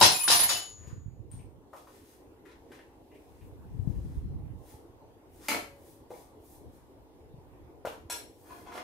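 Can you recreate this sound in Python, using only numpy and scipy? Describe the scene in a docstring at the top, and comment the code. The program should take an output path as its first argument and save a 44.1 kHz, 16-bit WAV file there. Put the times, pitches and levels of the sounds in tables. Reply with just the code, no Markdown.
"""A steel wrench clatters down in a workshop: each bounce cracks, thuds and rings the head; clear shank
tones join in and linger. Hands and packaging rustle, parts knock on a saw stand, and a circular blade
is lifted, rings on and grinds onto its arbor. A draught buffets the two microphone ports and a low hum
fills the shop. The recorder turns itself down on the clatter and slowly comes back."""
import sys
import numpy as np
from scipy import signal
from scipy.fft import rfft, irfft, next_fast_len
from scipy.io import wavfile
from scipy.ndimage import uniform_filter1d

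SR = 44100
rng = np.random.default_rng(int(sys.argv[2]) if len(sys.argv) > 2 else 0)


def generate_wav(sig):
    """Save sig (samples, or channels by samples) to the path in sys.argv[1] as 16-bit PCM at SR."""
    pcm = np.round(np.clip(np.atleast_2d(sig).T, -1, 1) * 32767).astype(np.int16)
    wavfile.write(sys.argv[1], SR, pcm)


N = 389403


def gain(db):
    """Decibels to amplitude."""
    return 10 ** (np.asarray(db) / 20)


def unit_rms(x):
    """Scales a signal to rms 1."""
    return x / np.sqrt(np.mean(x ** 2) + 1e-20)


def curve_at(points, hz):
    """Reads a breakpoint curve over log frequency."""
    f, value = np.transpose(points)
    return np.interp(np.log(hz + 1), np.log(f + 1), value)


def place(mix, at_s, sound, pan_db=0):
    """Drops a sound into the stereo mix; pan is left level minus right."""
    part = mix[:, round(at_s * SR):][:, :sound.shape[-1]]
    part += sound[..., :part.shape[1]] * gain([[pan_db / 2], [-pan_db / 2]])


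def flutter(size, smooth_samples):
    """A random modulator of rms 1."""
    return unit_rms(uniform_filter1d(rng.standard_normal(size), smooth_samples))


def noise(size, spectrum, tilt_db=0):
    """Coloured noise of rms 1, tilted by tilt_db per octave."""
    hz = np.fft.rfftfreq(size, 1 / SR)
    eq_db = curve_at(spectrum, hz) + tilt_db * np.log2(hz / 2000 + .01)
    return unit_rms(irfft(rfft(rng.standard_normal(size)) * gain(eq_db), size))


def burst(spectrum, t60, tilt_db=0, rise=0.0011):
    """An impact transient: coloured noise with a fast attack and decay."""
    t = np.arange(4096) / SR
    return noise(4096, spectrum, tilt_db) * gain(-60 * t / t60) * (1 - np.exp(-t / rise))


def ring(modes, seconds, split, count=3, rise=.0011):
    """Dying sines; contact splits each mode into close, beating tones, wider for short modes."""
    hz, db, t60 = np.repeat(modes, count, axis=0).T[:, :, None]
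    t = np.arange(round(seconds * SR)) / SR
    hz = hz * (1 + split / t60 * rng.standard_normal(hz.shape))
    db = db + 1.8 * rng.standard_normal(hz.shape)
    tones = gain(db - 60 * t / t60) * np.sin(2 * np.pi * (hz * t + rng.random(hz.shape)))
    return tones.sum(0) * (1 - t / seconds) * (1 - np.exp(-t / rise))


def stereo_pair(left, other, correlation, hz):
    """Blends two unrelated spectrograms into a pair with a set width in each band."""
    alike = curve_at(correlation, hz)[:, None]
    return np.array([left, alike * left + np.sqrt(1 - alike ** 2) * other])


HUM_EQ = [(15, -38), (25, -8.5), (76, -1), (144, -12.5), (211, -18), (284, 0.5), (371, -5), (425, -3),
          (620, -13), (857, -11.5), (1010, -15.5), (1280, -25.5), (6490, -39), (14200, -35.5),
          (15800, -44.5)]  # colour of the room tone: f/Hz, level/dB
HUM_CORRELATION = [(60, 0.91), (180, 0.92), (550, 0.73), (1650, -0.12), (4970, -0.36), (15000, -0.43)]  # its stereo image: f/Hz, left-right correlation


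def shop_hum():
    """The bed: steady low room noise with faint drifting patches."""
    frames, hz = N // 256 + 5, np.fft.rfftfreq(1024, 1 / SR)
    left_re, left_im, other_re, other_im, patches = rng.standard_normal((frames, 513, 5)).T
    patches = unit_rms(uniform_filter1d(uniform_filter1d(patches, 10, 0), 16, 1))
    bands = stereo_pair(left_re + 1j * left_im, other_re + 1j * other_im, HUM_CORRELATION, hz)
    bands *= gain(curve_at(HUM_EQ, hz)[:, None] + 2.1 * patches)
    return gain(-55.5) * unit_rms(signal.istft(bands, nperseg=1024, noverlap=768)[1][:, :N])


DRAUGHT_FADER = [(0.0, -50, 7), (0.27, -67, -2), (0.66, -51, 0), (0.9, -39.5, 9), (1.06, -44, -4),
                 (1.25, -47, -7), (1.38, -42.5, 8), (1.57, -51.5, -10.5), (1.72, -72, 0.5), (3.12, -72, 4),
                 (3.459, -48.5, 1), (3.69, -47.5, -1.5), (3.75, -39, 10), (3.91, -35.5, 13),
                 (4.0, -39.5, 0.5), (4.3, -36, -2), (4.6, -48.5, -5), (4.69, -61, 3), (6.5, -70.5, 4.5),
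                 (6.69, -48, 2.5), (6.8, -67, 0.5), (7.35, -58, -1.5), (8.83, -64, 3)]  # swells of moving air: t/s, level/dB, pan/dB
BUFFET_EQ = [(12, -39), (20, -13.5), (53, 2), (103, 1.5), (145, -6), (211, -12.5), (284, -13.5),
             (325, -19.5), (500, -37), (650, -55), (1100, -120)]  # colour of the rumble: f/Hz, level/dB
PUFFS = [(.874, -33, 109.5, 13), (0.927, -33, 110, -18), (.978, -37.5, 111, -25), (1.059, -31.5, 110, -19),
         (1.08, -35.5, 112, -23), (1.2, -38.5, 108.7, -19.5), (1.339, -34, 111, -13), (1.39, -40, 111, 3),
         (3.744, -34.5, 122, 14), (3.793, -33.5, 99, 24), (3.873, -26, 142, 22.5), (3.897, -31.5, 124, 26),
         (4.01, -34.5, 69, 11.5), (4.1, -33.5, 121, -4.5), (4.173, -28, 64.6, -12), (4.256, -33, 140, 8),
         (4.276, -38, 119.4, -18), (4.393, -37.5, 120, -9.5), (4.502, -40, 110, -9), (4.742, -42, 89, -5),
         (4.895, -46, 90, -4.5), (7.34, -39, 129, 4.5), (7.382, -43, 129, -3), (8.051, -41.5, 80.5, -0.5)]  # the strongest single puffs: t/s, level/dB, f/Hz, pan/dB


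def draught():
    """Air buffets each port separately: lumpy rumble, and puffs of about one cycle."""
    times, levels_db, pans_db = np.transpose(DRAUGHT_FADER)
    t, out = np.arange(N) / SR, np.zeros((2, N))
    for port, side in enumerate((.5, -.5)):
        lumps = unit_rms(uniform_filter1d(flutter(N, 1200), 1200))
        rumble = unit_rms(noise(next_fast_len(N), BUFFET_EQ)[:N] * gain(2.9 * lumps))
        out[port] = rumble * gain(np.interp(t, times, levels_db + side * pans_db))
    for at_s, db, hz, pan_db in PUFFS:
        cycles = np.arange(4000) / SR * hz
        envelope = 2 * (1 - np.exp(-cycles / 0.2)) * np.exp(-cycles / 0.72)
        place(out, at_s, gain(db) * np.sin(2 * np.pi * cycles) * envelope, pan_db)
    return out


BOUNCES = [(.0004, -24.5, -26.5, -6), (0.011, -5, -27, 4), (0.0226, 1, -25.5, -11),
           (.036, -3.5, -26.5, -13.5), (.055, -10, -21, -15), (0.278, -9, -33.5, -11.5),
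           (0.3003, -7.5, -25, -9), (.314, -5.5, -23, -18), (.329, -15, -27.5, -13.5), (.396, -19, -29, -3),
           (0.4907, -13.5, -31, -13), (.503, -19.5, -37.5, -7), (0.52, -23.5, -47, -7.5),
           (0.561, -25.5, -37, -6.5)]  # wrench hits: t/s, crack level/dB, head level/dB, thud re crack/dB
# light, even taps as it rocks: start/s, end/s, crack level/dB, head level/dB, thud re crack/dB
ROCKING = [(0.113, .25, -29, -26, -15.5), (0.35, .46, -19.5, -21.5, -10)]
CRACK_EQ = [(590, -29), (1000, -9.5), (1350, -9.5), (1860, -9.5), (2450, -9.5), (3300, -7), (4200, -3.5),
            (5200, -5), (6100, -9), (7000, -12), (10700, -12.5), (11300, -24), (12600, -24), (15500, -34)]  # bright edge of steel on the stand: f/Hz, level/dB
THUD_EQ = [(59, -49.5), (100, -18), (225, -7), (284, -10.5), (342, -5), (436, -14), (826, 1.5), (1340, -15),
           (1600, -8), (2080, -39), (3520, -120)]  # body under each hit: f/Hz, level/dB
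HEAD_MODES = [(6250, -19, 0.2), (7210, -6, 0.25), (9850, -13, 0.37), (10396, 5.5, 0.26),
              (12600, -1.5, 0.28), (14815, -6.5, .3)]  # ring of the wrench head: f/Hz, level/dB, t60/s


def wrench():
    """Each hit cracks, thuds on the stand and rings the head; returns close sound and reverb send."""
    tap_gap_s, tap_tilt_db = .04, -3.5  # taps are duller than bounces
    width, grit_db = .6, 3  # share of crack power unalike at the ports; depth of its uneven snaps
    hits, head = np.zeros((2, 2, 2 * SR))
    taps = [(at_s, *levels, tap_tilt_db)
            for start, end, *levels in ROCKING for at_s in np.arange(start, end, tap_gap_s)]
    for at_s, db, head_db, thud_db, *tilt_db in BOUNCES + taps:
        centre, *sides = (burst(CRACK_EQ, 0.07, *tilt_db, rise=0.002) for _ in range(3))
        crack = np.sqrt(1 - width) * centre + np.sqrt(width) * np.array(sides)
        crack *= gain(grit_db * flutter(4096, 30))
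        place(hits, at_s, gain(db) * (crack + gain(thud_db) * burst(THUD_EQ, .05)))
        ringing = np.array([ring(HEAD_MODES, 0.33, .0006, rise=0.0033) for port in range(2)])
        place(head, at_s, gain(head_db) * ringing, pan_db=-2)
    close = gain(-4.5) * hits + gain(-1) * head + gain(-2.5) * stand_scatter(hits)
    # wood and card soak up the treble
    send = signal.sosfilt(signal.butter(2, 8500, fs=SR, output="sos"), hits + head)
    return np.pad([close, send], ((0, 0), (0, 0), (0, N - 2 * SR)))


def stand_scatter(hits, spread_s=.006):
    """Early reflections: the stand throws the clatter back, differently to each port."""
    shape = (2, round(spread_s * SR))
    taps = rng.choice([-1., 1.], shape) * (rng.random(shape) < .04)
    taps = signal.sosfilt(signal.butter(1, 600, "high", fs=SR, output="sos"), taps)
    taps /= np.linalg.norm(taps, axis=1, keepdims=True)
    return signal.oaconvolve(hits, taps, axes=1)[:, :hits.shape[1]]


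CLUNKS = [(.012, -2, 870), (.2785, -4, 1550), (.3, -15, 510), (.395, -21, 560), (.425, -21, 700),
          (.4915, -13, 2100), (7.8498, -18.5, 570), (7.8555, -23.5, 535), (7.872, -24, 600),
          (8.099, -29.5, 694), (8.776, -33, 480)]  # dry blows on the stand: t/s, level/dB, f/Hz


def clunks(attack_cycles=.3, decay_cycles=1.5):
    """The punch of steel landing on the stand: a few cycles, close and dry."""
    out = np.zeros((2, N))
    for at_s, db, hz in CLUNKS:
        cycles = np.arange(1500) / SR * hz
        envelope = np.exp(-cycles / decay_cycles) * (1 - np.exp(-cycles / attack_cycles))
        place(out, at_s, gain(db) * np.sin(2 * np.pi * cycles) * envelope, pan_db=1.5)
    return out


SHANK_TONES = [(.14, .11, 2495, -26.5, .9), (.2, .078, 2500, -26.5, .6), (0.223, 0.046, 2990, -27, .4),
               (0.24, .07, 1176, -34.5, .6), (.3, 0.72, 1174, -32, 1.1), (.14, 0.15, 7229, -19.5, 0.72),
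               (.335, .04, 6335, -26.5, .4), (.385, .055, 8900, -21, .4), (0.334, .3, 6790, -32, 1),
               (.43, .06, 2990, -30, .8), (0.48, 0.93, 6806, -26.5, 1.07), (0.55, 0.03, 2700, -25.5, .5),
               (0.51, 0.23, 2991, -27.5, 1.1)]  # ring of the wrench shank: t/s, length/s, f/Hz, level/dB, t60/s


def shank_ring(attack_s=.008):
    """The shank sings in clear tones, some brief, some fading slowly."""
    out = np.zeros((2, N))
    for at_s, length, *mode in SHANK_TONES:
        tone = ring([mode], length, 0.00015, count=1)
        place(out, at_s, tone * np.minimum(np.arange(len(tone)) / SR / attack_s, 1))
    return out


STROKES = [(0.783, 0.021, 0.1, -66, -11), (1.316, 0.0098, 0.0082, -59.5, -5),
           (1.739, 0.02, 0.043, -64.5, -4.5), (1.938, 0.11, 0.016, -62.5, -5),
           (2.072, 0.074, 0.048, -63.5, -3.5), (2.461, .01, 0.044, -74, -13.5),
           (2.719, 0.035, 0.025, -67, -9.5), (3.2, 0.22, 0.21, -75, -3), (3.436, 0.041, 0.01, -73.5, 1.1),
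           (3.618, .05, 0.0092, -79.5, 1), (3.901, 0.26, 0.27, -72, -5), (4.679, 0.059, 0.028, -61, -2.5),
           (5.342, 0.038, 0.027, -66.5, 0), (5.439, 0.035, 0.016, -52.5, -5.5),
           (5.866, 0.13, 0.046, -64.5, -0.5), (6.105, 0.013, 0.097, -63, -2.5),
           (6.459, 0.049, 0.073, -64, 2.5), (6.737, 0.04, .01, -69.5, -1.5), (8.479, 0.15, 0.12, -64, -0.5),
           (8.765, 0.076, 0.0092, -57.5, -10.5)]  # handling moves: peak t/s, rise/s, hold/s, level/dB, tilt/(dB per octave)
RUB_EQ = [(1000, -6.5), (1700, -5), (2030, -4.5), (2310, -9), (3250, -7), (6810, -2.5), (9490, 0.5),
          (15500, 0)]  # colour of the friction: f/Hz, level/dB


def rustle(swell_db=11, release_db_per_s=187):
    """Hands, card and cloth rub: dense, uneven little slips that swell, hold and die away."""
    out, t = np.zeros((2, N)), np.arange(-.4, .7, 1 / SR)
    hz = np.fft.rfftfreq(len(t), 1 / SR)
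    for peak_s, rise, hold, db, tilt_db in STROKES:
        slips = noise(len(t), [(350, -87)] + RUB_EQ) * gain(2.9 * flutter(len(t), 40))
        rub = irfft(rfft(slips) * gain(tilt_db * np.log2(hz / 9000 + 0.13)), len(t))
        envelope_db = swell_db * np.minimum(t / rise, 0) - release_db_per_s * np.maximum(t - hold, 0)
        place(out, peak_s + t[0], rub * gain(db + envelope_db))
    return out


# parts set down or bumped: t/s, level/dB, f/Hz, spread/octaves, tick re level/dB, pan/dB
KNOCKS = [(0.868, -63, 4610, 0.55, 7.5, 2), (0.899, -50.5, 1280, 0.7, -20, 7),
          (1.39, -59, 2350, 0.35, -17, 3), (1.731, -37.5, 840, 0.64, -25, 3),
          (1.76, -52.5, 1220, 0.11, -2.5, 1), (1.87, -49.5, 1130, 0.36, -12, 1),
          (2.452, -55, 1790, 0.58, -10, 7.5), (2.49, -65, 2290, 0.94, -14.5, -2),
          (2.512, -60, 2200, 0.99, -14, -2), (2.716, -52.5, 1680, 0.87, -6, 1),
          (2.75, -58.5, 2000, .8, -15, 0), (2.787, -55, 1875, 0.73, -22, -2),
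          (3.114, -62, 2260, 0.33, -22, 2.5), (3.143, -60.5, 2260, 0.34, -8.5, 1.5),
          (3.41, -65, 2200, 0.56, -21, 3), (4.72, -56.5, 844, 0.082, -20.5, 0),
          (6.105, -36.5, 474, 0.91, -28.5, 1), (6.112, -42.5, 750, .4, -33, 1),
          (6.135, -64.5, 2200, 0.14, -20, 1), (6.15, -50, 805, 0.29, -18, 1),
          (7.851, -28.5, 593, 0.88, -18.5, 3), (7.853, -40, 1400, .4, -18, 1),
          (7.864, -48, 2780, 0.42, -15, 0), (7.872, -36.5, 617, 0.77, -14, -7),
          (7.924, -45.5, 900, 0.76, -13.5, -7), (8.718, -42, 930, 0.91, -15, -1),
          (8.75, -38, 887, 1, -14, -3), (8.775, -38, 850, 1.45, -24, -4)]
TICK_EQ = [(180, -38), (300, -3.5), (1160, -11), (2320, -7), (4800, -11.5), (5570, -12.5), (12500, -14.5),
           (14500, -13), (15500, -76.5)]  # hard contact, of a part or of blade on arbor: f/Hz, level/dB


def knocks(settle_s=0.033, settle_db=-16.5):
    """Heavy parts thump, light ones scuff; each lands with a tick, then touches again more softly."""
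    out, t = np.zeros((2, N)), np.arange(4096) / SR
    for at_s, db, hz, spread, tick_db, pan_db in KNOCKS:
        edge, lightness = 2 ** spread, np.log2(hz / 400)
        body_eq = [(hz / edge ** 3, -40), (hz / edge, -9), (hz, 0),
                   (hz * edge, -9), (hz * edge ** 3, -40)]
        body_t60 = 0.033 + 0.026 * lightness + 0.0089 / spread  # a narrow band rings longer
        thump = np.sin(2 * np.pi * hz * t) * np.exp(-.9 * hz * spread * t)
        for delay_s, softer_db in (0, 0), (settle_s, settle_db):
            scuff = burst(body_eq, body_t60, rise=0.0023)
            tick = burst(TICK_EQ, 0.15, rise=0.0045)
            touch = gain(2.5 - 5.8 * lightness) * thump + scuff + gain(tick_db) * tick
            place(out, at_s + delay_s, gain(db + softer_db) * touch, pan_db)
    return out


CHINKS = [(1.315, -40.5), (1.321, -46), (1.331, -53), (1.339, -47), (1.345, -55), (1.355, -61),
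          (1.376, -52)]  # touches of a small steel part: t/s, level/dB
CHINK_MODES = [(8620, 6.5, 0.019), (9060, -4, .02)]  # its ring: f/Hz, level/dB, t60/s


def chinks():
    """A small steel part chinks in a quick run of tiny, bright pings."""
    out = np.zeros((2, N))
    for at_s, db in CHINKS:
        place(out, at_s, gain(db) * ring(CHINK_MODES, .04, .0001, count=1), pan_db=6)
    return out


LIFTS = [(5.484, -23.5, -45, 1.5), (5.505, -33.5, -55, 1), (5.515, -31, -42.5, -0.5),
         (5.545, -30, -47.5, -1.5), (5.582, -52.5, -78.5, -26), (5.62, -55, -83, 4)]  # blade hits on the stand: t/s, crack level/dB, ring level/dB, tilt/(dB per octave)
LIFT_EQ = [(88, -45), (150, -25.5), (279, 1.5), (550, -2.5), (796, -4.5), (844, -4), (1420, -6.5),
           (2180, -6), (3620, -15), (11800, -18), (15500, -24.5)]  # colour of their crack: f/Hz, level/dB
LIFT_MODES = [(296, -0.5, 0.14), (584, 2, 0.13), (880, 2.5, 0.18), (1330, 3.5, 0.058), (2010, 2.5, 0.083),
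              (2120, 0.5, 0.067), (2247, 5, 0.089), (2400, -5, .07), (2530, -5, 0.15), (4450, 4, 0.041)]  # disc and stand in contact: f/Hz, level/dB, t60/s


def blade_lift():
    """The steel disc knocks the stand as it is picked up; returns cracks and rings."""
    cracks, rings = np.zeros((2, 2, N))
    for at_s, db, ring_db, tilt_db in LIFTS:
        place(cracks, at_s, gain(db) * burst(LIFT_EQ, 0.046, tilt_db, rise=0.00068))
        place(rings, at_s, gain(ring_db) * ring(LIFT_MODES, 0.25, 0.0012))
    return np.array([cracks, rings])


FREE_MODES = [(557.5, -56, 1.6), (566, -64, .9), (1625, -64, 0.6), (2985, -75, 1.2)]  # the disc clear of the stand: f/Hz, level/dB, t60/s


def blade_sustain(start_s=5.645, bump_s=6.1, choke_s=.03):
    """The lifted disc hums on until a bump chokes it."""
    out = np.zeros((2, N))
    tone = ring(FREE_MODES, 1.5, 0.0011, count=1, rise=0.0089)
    t = start_s + np.arange(len(tone)) / SR
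    place(out, start_s, tone * np.clip((bump_s - t) / choke_s, 0, 1))
    return out


SEATS = [(8.098, -41, -49), (8.104, -47.5, -50), (8.11, -52, -51.5), (8.118, -51, -57), (8.124, -48.5, -49),
         (8.14, -58, -55), (8.158, -60, -55), (8.19, -68, -68), (8.738, -62, -70), (8.774, -74, -70)]  # blade touches on the arbor: t/s, crack level/dB, ring level/dB
HELD_MODES = [(952, -2, 0.087), (1403, -8, 0.11), (1643, -7, 0.11), (2255, 0, 0.066), (2500, -8, .06),
              (3440, -4, 0.05), (4170, -2, 0.064), (4230, -6, .06), (5330, -6, .05), (5600, 4, 0.065),
              (6070, -6, .05), (6350, -1, 0.051), (7220, 1, .05), (7800, 3, 0.064), (9170, -2, 0.082),
              (9700, -0.5, 0.09), (10820, 2.5, 0.053), (12450, -1, 0.056), (14010, -10, 0.056)]  # the disc damped by the hand: f/Hz, level/dB, t60/s


def blade_seat(uneven_db=2):
    """The held disc meets the arbor, each touch waking its modes unevenly; returns cracks and rings."""
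    cracks, rings = np.zeros((2, 2, N))
    for at_s, db, ring_db in SEATS:
        place(cracks, at_s, gain(db) * burst(TICK_EQ, 0.12, rise=0.00079))
        modes = HELD_MODES + np.outer(rng.standard_normal(len(HELD_MODES)), [0, uneven_db, 0])
        place(rings, at_s, gain(ring_db) * ring(modes, 0.18, 0.0006, rise=0.0021))
    return np.array([cracks, rings])


SLIDE_FADER = [(8.44, -62.5), (8.514, -52), (8.64, -65), (8.674, -48.5), (8.68, -55.5), (8.767, -44),
               (8.83, -69)]  # the push along the arbor: t/s, level/dB
GRIND_BANDS = [(338, 95, 2), (702, 60, 1.5), (1035, 66, 1), (1457, 35, -3), (1710, 45, -7.5),
               (2070, 40, -10), (2270, 35, -17), (2460, 35, -12.5), (2650, 35, -17), (3250, 37, -13.5),
               (4230, 60, -18), (4750, 45, -17), (5600, 70, -21), (6460, 50, -20)]  # resonances of disc and arbor: f/Hz, width/Hz, level/dB


def blade_slide():
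    """The bore grinds along the arbor: uneven slips catch each resonance at its own moments."""
    times, levels_db = np.transpose(SLIDE_FADER)
    t, out = np.arange(times[0], times[-1], 1 / SR), np.zeros((2, N))
    grind, chatter = 0, gain(3.5 * flutter(len(t), 120))
    for hz, width, db in GRIND_BANDS:
        grip = flutter(len(t), 900)
        slips = rng.standard_normal(len(t)) * gain(db + 2.3 * grip) * chatter
        grind += signal.lfilter(*signal.iirpeak(hz, hz / width, SR), slips) / np.sqrt(width / 50)
    envelope = gain(np.interp(t, times, levels_db)) * signal.windows.tukey(len(t), .05)
    place(out, times[0], unit_rms(grind) * envelope)
    return out


SHOP_DECAY = [(200, 0.38), (530, 0.36), (1400, 0.34), (3700, .36), (9700, 0.33), (12000, 0.39),
              (15000, 0.2)]  # reverb time of the workshop: f/Hz, t60/s
SHOP_CORRELATION = [(100, 1), (330, 0.67), (520, 0.81), (1000, -0.18), (2500, -0.18), (5000, 0.18),
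                    (12000, -0.15)]  # stereo image of its reflections: f/Hz, left-right correlation


def shop_reverb(send):
    """Sparse reflections of random sign build up quickly; each band dies at its own speed."""
    taps = np.zeros((2, SR))
    arrivals = np.arange(200, SR - 20, 20) + rng.integers(0, 20, (2, (SR - 201) // 20))
    np.put_along_axis(taps, arrivals, rng.choice([-1., 1.], arrivals.shape), 1)
    taps *= 1 - np.exp(-np.arange(SR) / SR / 0.0035)
    hz, t, (left, other) = signal.stft(taps, SR, nperseg=256)
    bands = stereo_pair(left, other, SHOP_CORRELATION, hz)
    bands *= gain(-60 * t / curve_at(SHOP_DECAY, hz)[:, None])
    tail = signal.istft(bands, SR, nperseg=256)[1][:, :SR // 2]
    return signal.fftconvolve(send.mean(0)[None], tail / np.linalg.norm(tail[0]), axes=1)[:, :N]


STAND_PAN = [(200, 0), (700, 1.5), (1500, 1), (5000, 4), (9000, 1), (14000, -0.5)]  # how sound from the stand leans between the ports: f/Hz, pan/dB


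def scene():
    """The mix: close foley and its shop reverb, the wrench mostly wet, over draught and hum."""
    wrench_close, wrench_send = wrench()
    parts = knocks() + chinks()
    cracks, rings = blade_lift() + blade_seat()
    friction = rustle() + blade_slide()
    tones = shank_ring() + blade_sustain()
    direct = wrench_close + clunks() + parts + cracks + gain(3) * rings + gain(-4) * friction + tones
    send = (gain(3) * wrench_send + gain(0.5) * (rings + parts) + gain(5.5) * cracks
            + gain(2) * friction + gain(-10) * tones)
    size = next_fast_len(N)
    lean_db = curve_at(STAND_PAN, np.fft.rfftfreq(size, 1 / SR)) * [[.5], [-.5]]
    foley = irfft(rfft(direct + shop_reverb(send), size) * gain(lean_db), size)[:, :N]
    return foley + draught() + shop_hum()


def record(dry):
    """The microphone sheds deep bass; gain control ducks fast and recovers slowly; the top is cut."""
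    threshold_db, duck_db_per_db, top_hz = -22, 0.49, 15700
    heard = signal.sosfilt(signal.butter(2, 32., "high", fs=SR, output="sos"), dry)
    power_db = 10 * np.log10(abs(uniform_filter1d((heard ** 2).mean(0), 900)) + 1e-12)
    release_db = np.arange(N) * 8.2 / SR  # the detector's held peak sinks steadily
    held_db = np.maximum.accumulate(power_db + release_db) - release_db
    over_db = np.maximum(held_db - threshold_db, 0)
    ducked = heard / gain(duck_db_per_db * uniform_filter1d(over_db, 300))
    low_pass = signal.firwin(511, top_hz, window=("kaiser", 9), fs=SR)
    return signal.oaconvolve(ducked, low_pass[None], "same")


dry = scene()
out = record(dry)
generate_wav(out)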